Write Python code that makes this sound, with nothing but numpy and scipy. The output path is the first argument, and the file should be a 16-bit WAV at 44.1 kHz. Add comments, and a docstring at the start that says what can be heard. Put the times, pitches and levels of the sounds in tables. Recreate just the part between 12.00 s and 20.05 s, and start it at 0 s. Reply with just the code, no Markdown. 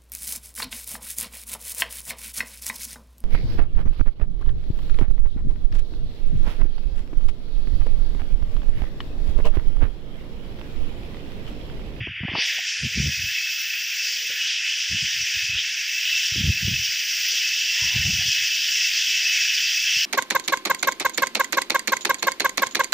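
"""Insect chorus at dusk in trees around a yard, heard through one microphone of a hand-held phone.
Four crowds click into their body resonances, from low to very high; two narrow voices stand out.
A finger slides off the port at the start; gusts and the grip buffet the port in low thumps.
Faint far hoots, light finger taps on the case and two sharp ticks come through."""
import sys
import numpy as np
from scipy import signal
from scipy.fft import rfft, irfft, next_fast_len
from scipy.io import wavfile
from scipy.ndimage import uniform_filter1d

SR = 44100
rng = np.random.default_rng(int(sys.argv[2]) if len(sys.argv) > 2 else 0)


def unload_audio(sound):
    """Save the sound as a 16-bit wav file, at the path given as the first command line argument."""
    columns = np.transpose(np.atleast_2d(sound))
    # keep every value between -1 and 1, then stretch to whole-number steps
    steps = np.round(np.clip(columns, -1, 1) * 32767)
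    wavfile.write(sys.argv[1], SR, steps.astype(np.int16))


N = 355093

# lower middle crowd, throbbing and swelling as the phone turns to the trees: (time [s], level [dB])
LOWER_MID_LEVELS = [(0.42, -28), (0.82, -34.5), (1.52, -32.5), (1.59, -34.5), (2.39, -32.5), (2.5, -25.5),
                    (2.54, -30.5), (3.46, -31), (3.48, -33), (3.61, -26.5), (3.63, -32.5), (3.99, -33),
                    (4.09, -26), (4.58, -32.5), (4.73, -27.5), (4.75, -30), (5.11, -32.5), (5.31, -29),
                    (7.71, -28), (7.81, -30.5), (8.01, -26), (8.05, -28.5)]


def from_db(db):
    return 10 ** (np.asarray(db) / 20)


def unit_rms(x):
    return x / np.sqrt(np.mean(x ** 2) + 1e-20)


def curves(rows):
    """Rows of (time [s], values...) to one per-sample curve per value column."""
    times_s, *columns = np.transpose(rows)
    return [np.interp(np.arange(N) / SR, times_s, column) for column in columns]


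def at_hz(rows, hz, column=1):
    rows = np.array(rows)
    return np.interp(np.log(hz), np.log(rows[:, 0]), rows[:, column])


def butter(x, order, hz, kind):
    return signal.sosfilt(signal.butter(order, hz, kind, fs=SR, output="sos"), x)


def drift(rate_hz):
    """Slow random wander, unit RMS."""
    step, settle = 40, 2000
    pole = np.exp(-2 * np.pi * rate_hz * step / SR)
    noise = rng.standard_normal(N // step + settle + 2)
    slow = signal.lfilter([1], [1, -2 * pole, pole * pole], noise)[settle:]
    return np.interp(np.arange(N) / step, np.arange(len(slow)), unit_rms(slow))


def coloured(x, spectrum):
    """FFT of x shaped by the table, and the bin frequencies."""
    size = next_fast_len(N)
    hz = np.maximum(np.arange(size // 2 + 1) * SR / size, 1)
    return rfft(x, size) * from_db(at_hz(spectrum, hz)), hz


def ring(drive, hz, t60_s):
    """Resonator: a unit click starts a decaying unit sine."""
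    radius, angle = from_db(-60 / (t60_s * SR)), 2 * np.pi * hz / SR
    return signal.lfilter([0, np.sin(angle)], [1, -2 * radius * np.cos(angle), radius ** 2], drive + 1e-18)


def swell(start_s, hold_s, db, rise_db_per_s, fall_db_per_s):
    """Rise to start_s, hold, fall; linear in dB."""
    t = np.arange(N) / SR - start_s
    return from_db(db - rise_db_per_s * np.maximum(-t, 0) - fall_db_per_s * np.maximum(t - hold_s, 0))


def swing(t, hz, width_cycles):
    """Rounded sine pulse centred one cycle in."""
    onset = np.sin(np.pi / 2 * np.minimum(t * hz * 1.5, 1)) ** 2
    bell = np.exp(-((t * hz - 1) / width_cycles) ** 2)
    return onset * bell * np.sin(2 * np.pi * hz * t + rng.uniform(0, 2 * np.pi))


def covered(lag_s):
    # finger over the port: (time [s], cover [0-1])
    cover = [(0, 0.93), (.24, 0.97), (.31, 0.62), (.345, 0.42), (.38, .0), (9, 0.02)]
    return np.interp(np.arange(N) / SR - lag_s, *np.transpose(cover))


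def clicking(count, clicks_per_s, spread_db, blur):
    """Each insect clicks at its own uneven rate and distance; far ones blur into hiss."""
    out, beats = np.zeros(N), int(1.3 * clicks_per_s * N / SR)
    for _ in range(count):
        gaps = SR / clicks_per_s * rng.uniform(.85, 1.15) * (1 + .06 * rng.standard_normal(beats))
        at = (np.cumsum(gaps) - gaps[0] * rng.random()).astype(int)
        at = at[at < N]
        out[at] += from_db(spread_db * rng.standard_normal()) * rng.standard_normal(len(at))
    return unit_rms(unit_rms(out) + blur * rng.standard_normal(N))


def crowd(clicks, spectrum, level_db, patchy_db, flicker_db):
    """Clicks through body resonances; each third octave swells alone and is muffled by the finger."""
    # covered port: (frequency [Hz], loss [dB], clearing lag [s])
    cover_loss = [(990, 5.2, 0.012), (2490, 7.8, 0), (3350, 12.4, .0), (3900, 43, 0), (5030, 31, 0),
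                  (6300, 52, 0.053), (7300, 58, 0.084), (10000, 27, 0.033), (15000, 42, .085)]
    low_hz, high_hz = spectrum[0][0], spectrum[-1][0]
    shaped, hz = coloured(clicks, spectrum)
    shaped[(hz < low_hz) | (hz > high_hz)] = 0
    rms = np.sqrt(np.mean(irfft(shaped)[:N] ** 2))
    out = 0
    for third in np.arange(3 * np.log2(low_hz), 3 * np.log2(high_hz) + 1):
        centre_hz = 2 ** (third / 3)
        window = np.cos(np.pi / 2 * np.clip(3 * np.log2(hz) - third, -1, 1)) ** 2
        lag_s = at_hz(cover_loss, centre_hz, column=2)
        loss_db = covered(lag_s) * at_hz(cover_loss, centre_hz)
        out += irfft(shaped * window)[:N] * from_db(patchy_db * drift(9) - loss_db)
    return from_db(level_db + flicker_db * drift(14.5)) * out / rms


def chorus():
    """Four clicking crowds; the lower two share clicks, as do the high one and its lower skirt."""
    # body resonances: (frequency [Hz], density [dB])
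    low_body = [(800, -53), (1000, -42.5), (1210, -36), (1350, -23), (1710, -8.5), (2350, -5.5), (2600, -5),
                (2800, -19.5), (3100, -31)]
    lower_mid_body = [(2450, -18), (2750, -8), (3000, -6), (3240, -4), (3700, -11.5), (4100, -17),
                      (4700, -38.5)]
    upper_mid_body = [(3600, -22), (4000, -13.5), (4400, -6.5), (4900, 0), (5810, -0.5), (6510, -9.5),
                      (7270, -12.5), (8140, -23), (10400, -31.5), (10900, -40.5), (12000, -39)]
    high_body = [(12800, -30), (13600, -21), (14100, -8), (14700, -3), (15150, 1), (15450, 4), (16000, -5)]
    skirt_body = [(10500, -26.5), (11200, -16.5), (12000, -4.5), (13000, 0), (13800, 0), (14600, -14)]
    # crowd loudness: (time [s], level [dB])
    low_levels = [(0.42, -30), (0.74, -34), (1.97, -33.5), (2.01, -33), (2.27, -36), (2.31, -31),
                  (2.39, -32.5), (4.31, -33.5), (7.99, -31), (8.05, -31.5)]
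    upper_mid_levels = [(0.42, -26.5), (0.61, -34.5), (0.69, -29), (0.8, -32.5), (1.14, -30), (1.95, -32.5),
                        (2.03, -27), (2.27, -31.5), (2.52, -28.5), (2.61, -33.5), (2.67, -30),
                        (3.46, -27.5), (3.52, -32.5), (3.69, -29.5), (3.88, -31), (4.24, -25.5),
                        (4.33, -29), (5.2, -27.5), (5.31, -24.5), (5.41, -27), (6.22, -25.5), (6.33, -22.5),
                        (6.39, -26.5), (6.86, -25), (7.73, -25), (8.05, -24)]
    # high crowd: (time [s], level [dB], skirt re level [dB])
    high_levels = [(0.47, -52, -5), (0.53, -43, -10), (0.79, -64, -7), (0.93, -46, -13), (0.96, -54, -16),
                   (1.1, -44.5, -12), (1.46, -41.5, -10), (1.61, -38.5, -19), (2.39, -41.5, -13),
                   (2.52, -56, -15), (2.69, -50, -16), (3.4, -44, -12), (3.51, -52, -8), (3.57, -49, -20),
                   (3.78, -47, -12), (3.99, -41.5, -16), (4.27, -40.5, -15), (4.29, -45, -9),
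                   (4.69, -40, -15), (5.22, -38, -11.5), (5.45, -41.5, -12), (6.49, -40, -12.5),
                   (7.4, -41, -9.5), (8.05, -40, -11)]
    # skirt flickers hard, then steadies: (time [s], depth [dB])
    skirt_flicker = [(0, 3.5), (4.7, 3), (5.3, 0.5), (8.05, 1)]
    high_db, skirt_db = curves(high_levels)
    low_clicks = clicking(count=30, clicks_per_s=130, spread_db=4.5, blur=1.8)
    high_clicks = clicking(count=14, clicks_per_s=240, spread_db=1, blur=1.5)
    out = crowd(low_clicks, low_body, curves(low_levels)[0], patchy_db=1.7, flicker_db=.57)
    out += crowd(low_clicks, lower_mid_body, curves(LOWER_MID_LEVELS)[0], patchy_db=1.13, flicker_db=.72)
    mid_clicks = clicking(count=30, clicks_per_s=250, spread_db=1.5, blur=1.84)
    out += crowd(mid_clicks, upper_mid_body, curves(upper_mid_levels)[0], patchy_db=1, flicker_db=.68)
    out += crowd(high_clicks, high_body, high_db, patchy_db=-.7, flicker_db=-.5)
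    out += crowd(high_clicks, skirt_body, high_db + skirt_db,
                 patchy_db=1, flicker_db=curves(skirt_flicker)[0])
    return out


def narrow_band(hz, level_db, width_hz, throb_db, throb_hz=12):
    """Throbbing narrow noise on a fixed or moving centre."""
    baseband = butter(rng.standard_normal((2, N)), 2, width_hz / 2, "low")
    phase = 2 * np.pi * np.cumsum(hz + np.zeros(N)) / SR
    tone = unit_rms(baseband[0] * np.cos(phase) + baseband[1] * np.sin(phase))
    return tone * from_db(level_db + throb_db * drift(throb_hz))


def near_insects():
    """Two voices: the loud one wanders in pitch, the thin one swells with the lower middle crowd."""
    # loud voice: (time [s], level [dB])
    loud_levels = [(0.42, -36), (0.87, -39.5), (1.2, -32), (1.88, -35), (1.91, -31), (2.08, -28.5),
                   (2.12, -43), (2.29, -29.5), (2.33, -44), (2.39, -31), (2.52, -42), (2.63, -29),
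                   (2.76, -36), (3.31, -29.5), (3.84, -35.5), (4.16, -26), (4.31, -37), (4.52, -27.5),
                   (4.67, -44), (4.78, -29.5), (4.88, -36), (5.31, -30), (7.22, -29), (7.26, -24.5),
                   (7.49, -31), (8.05, -28.5)]
    cover_db = 9.5 * covered(0)
    loud_hz = 2646 + 25.04 * drift(2)
    loud = narrow_band(loud_hz, curves(loud_levels)[0] - cover_db, width_hz=88, throb_db=1.2, throb_hz=11)
    crowd_db = curves(LOWER_MID_LEVELS)[0]
    thin_db = -37.5 + 1.3 * (crowd_db - crowd_db.mean()) - cover_db
    return loud + narrow_band(2927, thin_db, width_hz=59, throb_db=1.5)


def finger_leaks():
    """Gaps beside the covering finger pass thin bands of the chorus."""
    # gap bands: (centre [Hz], level [dB])
    bands = [(3650, -60), (4780, -63.5), (5480, -66.5), (6400, -78.5)]
    return covered(lag_s=.03) * sum(narrow_band(hz, db, width_hz=70, throb_db=.5) for hz, db in bands)


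def background():
    """Faint, wavering low noise."""
    # noise floor: (frequency [Hz], density [dB])
    spectrum = [(15, -22), (30, -13.5), (69, -7.5), (189, -13.5), (266, -14), (412, -16.5), (551, -16),
                (1200, -16), (1560, -24), (2640, -120)]
    level = from_db(-71.5 + 1.2 * drift(2.5))
    shaped, _ = coloured(rng.standard_normal(N), spectrum)
    return level * unit_rms(irfft(shaped)[:N])


def finger_scrape():
    """Stick-slip: short hollow rasps over a weaker rub."""
    # finger slips: (time [s], level [dB])
    slips = [(.008, -47), (.071, -41), (.204, -59), (0.233, -40), (.249, -46.5), (0.281, -36), (.295, -50),
             (.333, -55), (.351, -28), (.385, -42)]
    times_s, db = np.transpose(slips)
    impulses = np.zeros(N)
    impulses[(times_s * SR).astype(int)] = from_db(db)
    pole = np.exp(-1 / (.0026 * SR))
    bursts = signal.lfilter([1 - pole], [1, -2 * pole, pole * pole], impulses) * np.e
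    rub = swell(start_s=.36, hold_s=0, db=-39, rise_db_per_s=249, fall_db_per_s=175)
    rasp = butter(rng.standard_normal(N), 3, [380, 1150], "band")
    return (rub + bursts) * unit_rms(rasp)


def gust_rumble():
    """Turbulence at the port: lumpy low noise, duller in weak gusts."""
    # air at the port: (time [s], hold [s], drive [dB])
    gusts = [(.01, 0.01, -26.5), (0.077, 0.016, -32.5), (.1, .09, -51), (0.836, 0.018, -22.5),
             (0.965, 0.12, -23), (1.128, .13, -37.5), (1.3, .09, -71), (2.914, 0.037, -29),
             (3.028, 0.017, -35), (3.142, .07, -44.5), (3.36, 0.083, -50.5), (3.497, .07, -45),
             (3.6, .07, -61), (4.361, 0.13, -21), (4.53, 0.037, -34.5), (4.623, .14, -28),
             (4.802, 0.058, -50), (4.878, .08, -59), (5.82, .09, -40), (5.95, 0.047, -26.5),
             (6.059, 0.051, -24), (6.15, .15, -39.5), (6.372, 0.049, -51), (7.667, .015, -58),
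             (7.82, 0.042, -58.5), (7.91, .08, -57)]
    # turbulence: (frequency [Hz], density [dB])
    spectrum = [(15, -45.5), (25, -27), (70, 1), (123, 0), (197, -7.5), (339, -28), (461, -36), (522, -37),
                (700, -55.5), (910, -79), (1540, -120)]
    split_hz, full_bright_db, dulling = 190, -28, .4
    level = sum(swell(*gust, rise_db_per_s=797, fall_db_per_s=447) for gust in gusts)
    lumps = rng.standard_normal(N) * level * from_db(-5.5 + 4.3 * drift(28))
    shaped, hz = coloured(lumps, spectrum)
    steady, _ = coloured(rng.standard_normal(N), spectrum)
    lowpass = 1 / (1 + (hz / split_hz) ** 6)
    deep, top = irfft(shaped * lowpass)[:N], irfft(shaped * (1 - lowpass))[:N]
    brightness = np.minimum(uniform_filter1d(level, size=800) / from_db(full_bright_db), 1) ** dulling
    return (deep + brightness * top) / np.sqrt(np.mean(irfft(steady) ** 2))


def port_thumps():
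    """Each push swings the diaphragm low, with a shorter, higher snap at its front."""
    # pushes: (time [s], swing drive [dB], swing [Hz], snap drive [dB])
    pushes = [(0.01, -21.5, 109, -40), (0.072, -28, 79, -29.5), (0.205, -22, 98, -40),
              (0.234, -17, 180, -35), (0.249, -15.5, 168, -37), (0.286, -24, 86.1, -29.5),
              (0.318, -38, 99.6, -30.5), (0.336, -20, 180, -37), (0.351, -26, 144, -30),
              (0.383, -32, 148, -30), (0.83, -22, 130, -49), (0.845, -19, 118, -36),
              (0.974, -19, 99.6, -34), (0.999, -10.5, 141, -29.5), (1.074, -23, 93, -34),
              (1.234, -26, 80.7, -52), (2.924, -22, 102, -65), (3.023, -25, 110, -68),
              (3.361, -33, 79, -72), (3.492, -31, 104, -72), (3.547, -29, 75.4, -75), (4.317, -25, 99, -58),
              (4.36, -21, 94.2, -30.5), (4.444, -23.5, 112, -44), (4.496, -9, 112, -37),
              (4.631, -21, 137, -54), (4.644, -14, 96.9, -52), (4.679, -12, 145, -29.5),
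              (4.735, -22, 72.7, -48), (4.789, -27, 92, -74), (5.818, -28, 98, -68),
              (5.959, -20.5, 148, -37), (6.079, -28, 110, -39), (6.188, -24, 102, -66),
              (6.279, -27, 98, -74), (7.965, -36, 119, -83)]
    out, t = np.zeros(N + SR), np.arange(SR // 10) / SR
    for time_s, db, hz, snap_db in pushes:
        thump = from_db(db - 2.8) * swing(t, hz, width_cycles=.6)
        snap = from_db(snap_db + 1) * swing(t, hz=308, width_cycles=1)
        start = max(round((time_s - .003) * SR), 0)
        out[start:start + len(t)] += thump + snap
    return out[:N]


def far_hoots():
    """Hoarse, slightly gliding notes, perhaps birds."""
    # hoots: (time [s], length [s], first pitch [Hz], last pitch [Hz], level [dB])
    notes = [(0.528, 0.064, 600, 583, -55), (0.77, 0.35, 480, 512, -59.5), (2.016, 0.12, 520, 524, -67),
             (2.172, 0.095, 517, 430, -63.5), (5.753, 0.27, 970, 990, -56.5),
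             (5.847, 0.28, 722, 770, -58.5), (6.157, 0.096, 754, 740, -55), (6.407, .07, 705, 684, -65),
             (7.04, 0.089, 440, 460, -67.5), (7.157, 0.13, 653, 750, -60), (7.303, 0.15, 716, 733, -62.5),
             (7.687, .07, 697, 705, -66)]
    out, t, fade_s = 0, np.arange(N) / SR, .055
    for start_s, length_s, first_hz, last_hz, db in notes:
        end_s = start_s + length_s
        fade = np.clip(np.minimum(t - start_s, end_s - t) / fade_s + .5, 0, 1)
        hz = np.interp(t, [start_s, end_s], [first_hz, last_hz])
        out += fade * narrow_band(hz, db, width_hz=85, throb_db=3, throb_hz=18)
    return out


def case_taps():
    """Fingers tap the case: a noise puff into a hollow, damped resonance."""
    # taps: (time [s], peak [dB], resonance [Hz])
    taps = [(0.58, -36.5, 770), (1.74, -63, 238), (2.294, -39, 513), (2.33, -50, 478), (2.427, -61, 114),
            (5.324, -46.5, 505), (5.4, -59, 520), (7.07, -55, 252)]
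    out, t = np.zeros(N + SR), np.arange(SR // 5) / SR
    for time_s, db, hz in taps:
        puff = rng.standard_normal(len(t)) * t * np.exp(-t / .0055)
        knock = ring(ring(puff, hz, t60_s=2.8 / hz), hz, t60_s=19 / hz)
        start = round(time_s * SR)
        out[start:start + len(t)] += from_db(db) * knock / np.max(np.abs(knock))
    return out[:N]


def sharp_ticks():
    """Single clicks into a bright resonance that dies at once."""
    # ticks: (time [s], drive [dB], resonance [Hz])
    ticks = [(2.272, -30, 8600), (5.2852, -19, 14380)]
    out = np.zeros(N)
    for time_s, db, hz in ticks:
        click = np.zeros(N)
        click[round(time_s * SR)] = from_db(db)
        out += ring(ring(click, hz, t60_s=.0008), hz, t60_s=.0018)
    return butter(out, 2, 6000, "high")


def scene():
    mono = chorus() + background() + near_insects() + finger_leaks() + far_hoots()
    mono += gust_rumble() + port_thumps() + finger_scrape() + case_taps() + sharp_ticks()
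    fade_in = np.minimum(np.arange(N) / (.005 * SR), 1)
    return np.array([mono, mono]) * fade_in


def record(dry):
    """Microphone: faint hiss, bass roll-off, steep top cut."""
    hiss_db, low_cut_hz, high_cut_hz = -92, 50, 15490
    hissy = dry + from_db(hiss_db) * rng.standard_normal(N)
    thinned = butter(hissy, 2, low_cut_hz, "high")
    return signal.sosfilt(signal.ellip(14, .3, 85, high_cut_hz, fs=SR, output="sos"), thinned)


dry = scene()
out = record(dry)
unload_audio(out)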